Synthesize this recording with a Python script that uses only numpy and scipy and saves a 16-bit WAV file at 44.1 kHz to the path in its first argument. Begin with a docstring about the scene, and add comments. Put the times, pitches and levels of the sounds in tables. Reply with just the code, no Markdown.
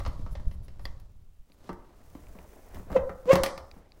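"""A vinyl window sash is pulled along its track: it squeaks twice, bumps to a stop and a latch snaps.
The window stands on a table in a bare block-walled room, heard on one microphone. Before the pulls,
small parts click over a low handling rumble and a sleeve rustles. The squeak is vinyl sticking and
slipping; knocks set the frame ringing. Squeaks, knocks and clicks reach the microphone directly,
then as a brief ring off the walls."""
import sys
import numpy as np
from scipy import signal
from scipy.fft import rfft, irfft
from scipy.io import wavfile
from scipy.ndimage import uniform_filter1d

SR = 44100
rng = np.random.default_rng(int(sys.argv[2]) if len(sys.argv) > 2 else 0)


def int16_out(signal):
    """Quantize to a 16-bit WAV file."""
    q = np.round(np.clip(np.atleast_2d(signal).T, -1, 1) * 32767)
    wavfile.write(sys.argv[1], SR, q.astype(np.int16))


N = 176400
T = np.arange(N) / SR

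# Decay of the room: freq_hz, t60_s
ROOM_DECAY = [(100, 0.44), (500, 0.5366), (1200, 0.59), (2700, 0.13), (5500, 0.47), (9000, 0.33),
              (15000, 0.06)]
# Colour of its tail: freq_hz, gain_db
TAIL_COLOUR = [(100, -11.5), (250, -2.5), (520, -2.5), (1100, -1.5), (2500, -2), (6000, -5.5), (14000, -7)]
# Early reflections at the microphone: delay_s, gain
REFLECTIONS = [(.0042, 0.15), (0.0116, 0.095), (0.0192, 0.087), (0.027, 0.085)]

# Spectra of room tone, rumble, rubbing parts, sleeve, hands, fingers, track grit: freq_hz, relative_db
AIR_SPECTRUM = [(20, 14.5), (70, -14.5), (160, -3.5), (300, -20), (1000, -41.5), (3000, -26.5), (8000, -43),
                (16000, -49)]
RUMBLE_SPECTRUM = [(10, 5.5), (25, 3.5), (45, -0.5), (75, -1.5), (120, -11), (200, -23.5), (300, -44.5),
                   (600, -40), (2000, -80.5)]
PARTS_SPECTRUM = [(100, 7.5), (300, 7.5), (700, 1.5), (1300, -3), (1700, -10.5), (2800, -13.5),
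                  (3800, -11.5), (4500, -12.5), (5500, -14.5), (7500, -17.5), (11000, -22), (16000, -26.5)]
SLEEVE_SPECTRUM = [(500, -10), (2000, 0), (4000, -7.5), (6000, -0.5), (9000, -2.5), (12000, -3),
                   (14500, -2), (16000, 1.5)]
HANDS_SPECTRUM = [(60, 11), (150, -4.5), (280, -0.5), (600, -1), (1200, -13), (2000, -15.5), (4000, -33.5),
                  (10000, -43)]
FINGER_SPECTRUM = [(1000, -23), (5000, -6), (8000, -10), (11000, 0.5), (13500, -12), (16000, -4)]
GRIT_SPECTRUM = [(150, -12), (500, 5.5), (1100, 2), (2000, -1.5), (3500, -10.5), (7000, -10.5),
                 (10000, -21.5), (15000, -21.5)]
# Rise and fall of the handling noises: time_s, level_db
RUMBLE_CURVE = [(0, -34), (.1, -29), (.25, -33), (.5, -31.5), (.6, -33), (.95, -38.5), (1.1, -47),
                (1.3, -53.5), (1.45, -57), (1.65, -54.5), (1.77, -44.5), (1.9, -55), (2.3, -47),
                (2.62, -59), (2.8, -39), (2.86, -43.5), (3.0, -34), (3.22, -50), (3.29, -47.5),
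                (3.36, -35.5), (3.47, -42), (3.7, -56), (4, -59)]
PARTS_CURVE = [(0, -52.5), (.1, -55.5), (.22, -57.5), (.45, -61.5), (.6, -65), (.9, -62.5), (1.1, -70.5),
               (1.4, -77.5), (1.57, -68), (1.63, -59.5), (1.68, -54), (1.75, -69), (2, -63.5), (4, -67.5)]
SLEEVE_CURVE = [(0, -83), (1.95, -74.5), (2.1, -66), (2.35, -64.5), (2.47, -64.5), (2.58, -62.5),
                (2.7, -65.5), (2.77, -57.5), (2.87, -68.5), (2.93, -58.5), (3.0, -68), (3.2, -68),
                (3.6, -73), (3.78, -69.5), (3.85, -84.5), (4, -71.5)]
HANDS_CURVE = [(0, -88), (1.5, -76.5), (1.85, -58.5), (2.07, -59), (2.2, -59), (2.45, -54), (2.66, -54),
               (2.76, -44.5), (2.86, -60.5), (2.93, -40), (3.02, -61.5), (3.7, -57.5), (3.82, -53.5),
               (3.9, -66), (4, -60)]
# Fingers brushing over plastic: centre_s, length_s, level_db
FINGER_STROKES = [(0.063, .07, -71), (0.328, 0.032, -61), (0.48, 0.012, -62), (0.532, 0.066, -68.5),
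                  (0.647, 0.036, -66), (0.84, 0.055, -66), (1.535, .04, -74)]

# Thuds through the table and clinks of a small metal catch: start_s, level_db
TABLE_THUDS = [(0.194, -37.5), (1.700, -51), (2.150, -55), (2.925, -48), (2.975, -35.5), (3.327, -26),
               (3.570, -45.5)]
CATCH_CLINKS = [(0.064, -72), (0.354, -61), (0.854, -41.5)]
# Resonances of table, catch and window frame: freq_hz, t60_s, relative_db
TABLE_MODES = [(52, 0.33, -11.5), (71.6, 0.43, 0), (113.2, 0.07, -2.5), (169, 0.054, -1)]
CATCH_MODES = [(1880, 0.013, -0.5), (2014, 0.027, -4), (3410, 0.027, -4.5), (4350, .025, -4),
               (4720, 0.016, 3), (4950, .02, -10)]
FRAME_MODES = [(189, 0.069, 4.5), (234, .06, -2.5), (289.2, 0.18, 2.5), (344.4, 0.33, -4.5),
               (562, 0.042, 5.5), (810, 0.19, -7.5), (1022.4, 0.14, -0.5), (1092, 0.13, -3),
               (1302, 0.042, 0.5), (1864, 0.017, 3.5), (2052, 0.018, 5), (2700, 0.032, 0)]
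# Ticks of stressed plastic: start_s, level_db, upper_modes_db
PLASTIC_TICKS = [(1.52, -66, -2), (2.269, -65, -23), (2.388, -58.5, -30), (3.578, -50, -5),
                 (3.714, -56, -0.5), (3.920, -61, 0)]
# Resonances of the plastic: freq_hz, t60_s
PLASTIC_MODES = [(2420, 0.0057), (4000, 0.0071), (4650, 0.01)]
# Knocks of sash and frame, relative levels in four bands: start_s, bass_db, middle_db, treble_db, top_db
SASH_KNOCKS = [(0.001, -54, -39, -48, -58), (0.051, -48, -41.5, -48, -69), (0.062, -47, -33, -42, -64),
               (0.077, -39, -46, -63, -56.5), (0.194, -44, -71, -68, -84), (0.264, -44.5, -43.5, -62, -73),
               (0.353, -51, -40, -49.5, -77), (0.398, -47.5, -51.5, -63, -74),
               (0.513, -46, -55.5, -57, -80), (0.682, -54.5, -56, -56.5, -66),
               (0.795, -54, -51.5, -60, -71), (0.854, -49, -41.5, -45, -55), (0.999, -64, -71, -64.5, -64),
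               (1.499, -58, -67, -72, -84), (1.692, -32.5, -33.5, -50.5, -65),
               (1.703, -33.5, -52, -66, -82), (1.73, -54, -51, -65, -63), (2.151, -37.5, -48.5, -63, -76),
               (2.352, -46, -53.5, -78, -74), (2.388, -49.5, -51.5, -60.5, -78),
               (2.746, -45, -56, -54.5, -57), (2.77, -43, -45.5, -61, -71), (2.797, -44, -50, -68, -71),
               (2.867, -50, -55.5, -80, -73), (2.901, -38, -38.5, -70, -72),
               (2.917, -37.5, -42.5, -55, -62), (2.928, -41, -41, -54.5, -63),
               (2.963, -31, -25.5, -64.5, -67), (3.094, -39, -33.5, -58.5, -64),
               (3.256, -38, -44.5, -59, -65), (3.329, -15.5, -20.5, -32.5, -46.5),
               (3.337, -28, -31, -40.5, -40.5), (3.356, -33, -21, -30, -37), (3.435, -33.5, -23, -26, -29),
               (3.462, -36, -33, -31.5, -43), (3.578, -66, -41, -47, -55.5),
               (3.764, -46.5, -58, -75.5, -76)]
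# The rattle in each of those bands: low_hz, high_hz, t60_s, rebound_gain
RATTLE_BANDS = [(135, 366, 0.042, 0.086), (426, 1233, 0.063, 0), (1600, 5320, 0.048, 0.071),
                (5430, 16500, 0.036, 0.1)]

# The sash slipping in its track, one list per pull: time_s, pitch_hz, level_db, overtones_db, grit_db
SASH_PULLS = [
    [(2.935, 597, -69, -3, -3), (2.949, 567.4, -35.5, -3.5, -17.5), (2.956, 555, -21.5, -16.5, -30),
     (2.962, 523, -12.5, -11.5, -40), (2.969, 511, -18.5, -3.5, -33), (2.977, 503, -29.5, 3, -30),
     (2.986, 509, -45.5, -1, -16.5)],
    [(3.258, 494.6, -53, -8.5, -11), (3.273, 485.8, -38, -10, -13), (3.283, 503.3, -25, -7, -31),
     (3.297, 514, -17, 0, -25), (3.304, 531, -12.5, -9.5, -28), (3.311, 558.5, -8.5, -1, -30),
     (3.322, 549.5, -20, 10.5, -9.5), (3.329, 544, -22, 3.5, -7.5), (3.345, 555, -35.5, -1, 4)],
]
# Shape of the squeak's overtones: freq_hz, relative_db
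OVERTONE_SPECTRUM = [(1050, -13.5), (1600, -29.5), (2100, -25.5), (2750, -26.5), (3300, -34), (4800, -45),
                     (7000, -51.5)]


def amp(db):
    """Decibels to gain."""
    return 10 ** (np.asarray(db) / 20)


def unit(x):
    """Scales to rms 1."""
    return x / np.sqrt(np.mean(x ** 2) + 1e-20)


def burst(x):
    """Scales a short sound to the energy of 15 ms at rms 1."""
    return x * np.sqrt(.015 * SR / (np.sum(x ** 2) + 1e-20))


def at_hz(points, hz):
    """Reads a table on a log-frequency axis."""
    freqs, values = np.transpose(points)
    return np.interp(np.log(hz + 1), np.log(freqs + 1), values)


def fader(curve):
    """A level curve as gain per sample."""
    return amp(np.interp(T, *np.transpose(curve)))


def add(mix, start_s, sound):
    """Mixes a sound in at a time."""
    part = mix[max(round(start_s * SR), 0):][:len(sound)]
    part += sound[:len(part)]


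def coloured(x, spectrum):
    """Gives a signal a spectrum, at rms 1."""
    gain = amp(at_hz(spectrum, np.fft.rfftfreq(len(x), 1 / SR)))
    return unit(irfft(rfft(x) * gain, len(x)))


def wander(rate_hz):
    """Random drift of rms 1, mostly slower than rate_hz."""
    rolloff = 1 + (np.fft.rfftfreq(N, 1 / SR) / rate_hz) ** 4
    return unit(irfft(rfft(rng.standard_normal(N)) / rolloff, N))


def ring(x, hz, t60):
    """One resonance with gain 1 at its peak."""
    radius = np.exp(-np.log(1000) / (t60 * SR))
    pole = radius * np.exp(2j * np.pi * hz / SR)
    return 2 * signal.lfilter([1 - radius], [1, -pole], x).real


def friction(spectrum, grain_db, flutter_db):
    """Dense tiny slips of uneven size, coming in clumps."""
    slips = rng.standard_normal(N) * amp(grain_db * np.minimum(rng.exponential(1, N), 5))
    clumps = amp(flutter_db * wander(rate_hz=64))
    return coloured(slips * clumps, spectrum)


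def struck(modes, attack_s):
    """The dying modes of a struck object."""
    t = T[:SR // 5]
    tones = np.zeros(len(t))
    for hz, t60, db in modes:
        tone = np.sin(2 * np.pi * (hz * t + rng.random()))
        tones += amp(db) * burst(amp(-60 * t / t60) * tone)
    return burst(tones * (1 - np.exp(-t / attack_s)))


def blows(events, modes, attack_s):
    """Strikes one object at each listed moment."""
    out = np.zeros(N)
    for start_s, db in events:
        add(out, start_s, amp(db) * struck(modes, attack_s))
    return out


def room_tone(level_db=-63):
    """The faint, steady air of the room."""
    return amp(level_db) * coloured(rng.standard_normal(N), AIR_SPECTRUM)


def room_ring(x, onset_s=0.0084):
    """What the bare walls return: early reflections, then a diffuse tail that dies faster in the treble."""
    hz, t, noise = signal.stft(rng.standard_normal(SR), SR, nperseg=256)
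    t60 = at_hz(ROOM_DECAY, hz)[:, None]
    decay = amp(at_hz(TAIL_COLOUR, hz)[:, None] - 60 * t / t60)
    equal_energy = np.sqrt(2 * np.log(1000) / (t60 * SR))
    tail = signal.istft(noise * decay * equal_energy, SR, nperseg=256)[1][:SR]
    tail *= np.minimum(T[:SR] / onset_s, 1)
    for delay_s, gain in REFLECTIONS:
        add(tail, delay_s, np.array([gain]))
    return signal.fftconvolve(x, tail)[:N]


def handling_rumble(lumps_db=3.5):
    """The low, lumpy rumble of the window being handled."""
    lumps = amp(lumps_db * wander(rate_hz=15.7))
    return fader(RUMBLE_CURVE) * coloured(lumps * rng.standard_normal(N), RUMBLE_SPECTRUM)


def rustles():
    """Parts rub, a sleeve slides over the frame, hands shift on the sash, fingers brush the plastic."""
    parts = fader(PARTS_CURVE) * friction(PARTS_SPECTRUM, grain_db=4, flutter_db=0)
    sleeve = fader(SLEEVE_CURVE) * friction(SLEEVE_SPECTRUM, grain_db=4, flutter_db=1.4)
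    hands = fader(HANDS_CURVE) * friction(HANDS_SPECTRUM, grain_db=1.5, flutter_db=2.6)
    strokes = sum(amp(db) * np.exp(-(2 * (T - centre_s) / length_s) ** 2)
                  for centre_s, length_s, db in FINGER_STROKES)
    fingers = strokes * friction(FINGER_SPECTRUM, grain_db=-1, flutter_db=1.5)
    return parts + sleeve + hands + fingers


def table_thuds():
    """Dull blows ring the low modes of the table under the window."""
    return blows(TABLE_THUDS, TABLE_MODES, attack_s=0.002)


def catch_clinks():
    """A small metal catch is struck and rings high and short."""
    return blows(CATCH_CLINKS, CATCH_MODES, attack_s=0.00047)


def plastic_ticks():
    """Stressed plastic lets go with a tick that dies within milliseconds."""
    out = np.zeros(N)
    for start_s, db, upper_db in PLASTIC_TICKS:
        modes = [(hz, t60, upper_db if k else 0) for k, (hz, t60) in enumerate(PLASTIC_MODES)]
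        add(out, start_s, amp(db) * struck(modes, attack_s=0.00011))
    return out


def sash_knocks(gain_db=-5, impact_gain=0.58, rebound_s=0.00094, size=8192):
    """Each contact is a push and a short rattle that sets the frame ringing."""
    out, t, hz = np.zeros(N), T[:size], np.fft.rfftfreq(size, 1 / SR)
    push = 1. * (t == 0)
    frame = rfft(push + sum(amp(db) * ring(push, mode_hz, t60) for mode_hz, t60, db in FRAME_MODES))
    starts, *band_levels = np.transpose(SASH_KNOCKS)
    for levels, (low_hz, high_hz, t60, rebound_gain) in zip(band_levels, RATTLE_BANDS):
        bandpass = signal.butter(3, [low_hz, high_hz], "band", fs=SR, output="sos")
        band = rfft(signal.sosfilt(bandpass, push))
        rebound = 1 + rebound_gain * np.exp(-2j * np.pi * hz * rebound_s)  # a quick second contact
        decay = amp(-60 * t / t60)
        rattles = rng.standard_normal((len(starts), size)) * decay / np.linalg.norm(decay)
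        knocks = irfft(rfft(rattles + impact_gain * push) * band * frame * rebound)
        for start_s, db, knock in zip(starts, levels, knocks):
            add(out, start_s, amp(db + gain_db) * burst(knock))
    return out


def squeak_overtones(hz, phase, shimmer_db=1.5, sway_rad=0.29):
    """Harmonics 2 to 13 of the squeak, each fluttering in level and phase."""
    out = np.zeros(len(hz))
    for k in range(2, 14):
        shimmer, sway = (unit(uniform_filter1d(noise, 200)) for noise in rng.standard_normal((2, len(hz))))
        gain = amp(at_hz(OVERTONE_SPECTRUM, k * hz) + shimmer_db * shimmer)
        out += gain * np.sin(k * phase + sway_rad * sway)
    return out


def sash_squeaks(jitter=0.024):
    """Stick and slip of vinyl: a near-pure tone that turns harsh and gritty as it jams."""
    out = np.zeros(N)
    for pull in SASH_PULLS:
        times, *columns = np.transpose(pull)
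        sliding = (T >= times[0]) & (T <= times[-1])
        pitch_hz, db, overtones_db, grit_db = (np.interp(T[sliding], times, col) for col in columns)
        hz = pitch_hz * (1 + jitter * wander(rate_hz=300)[sliding])
        phase = 2 * np.pi * np.cumsum(hz) / SR
        tone = np.sqrt(2) * (np.sin(phase) + amp(overtones_db) * squeak_overtones(hz, phase))
        grit = friction(GRIT_SPECTRUM, grain_db=2.5, flutter_db=3)[sliding]
        grit *= 1 + 0.67 * np.cos(phase)  # pulses once per slip
        out[sliding] += amp(db) * (tone + amp(grit_db) * grit)
    return out


def scene():
    """The mono mix at the microphone; hits and squeaks ring the room from different places."""
    knocks, squeaks, ticks = sash_knocks(), sash_squeaks(), plastic_ticks()
    clinks, thuds = catch_clinks(), table_thuds()
    direct = knocks + squeaks + ticks + clinks + thuds
    hits_ring = room_ring(amp(-2.2) * knocks + amp(-18) * clinks + amp(-26) * ticks)
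    squeaks_ring = room_ring(amp(-3.5) * squeaks)
    return (direct + hits_ring + squeaks_ring + rustles() + handling_rumble() + room_tone())[None]


def record(dry):
    """The recorder's band limit."""
    lowpass = signal.firwin(401, cutoff=15950, window=("kaiser", 8), fs=SR)
    return signal.oaconvolve(dry, lowpass[None], "same")


dry = scene()
out = record(dry)
int16_out(out)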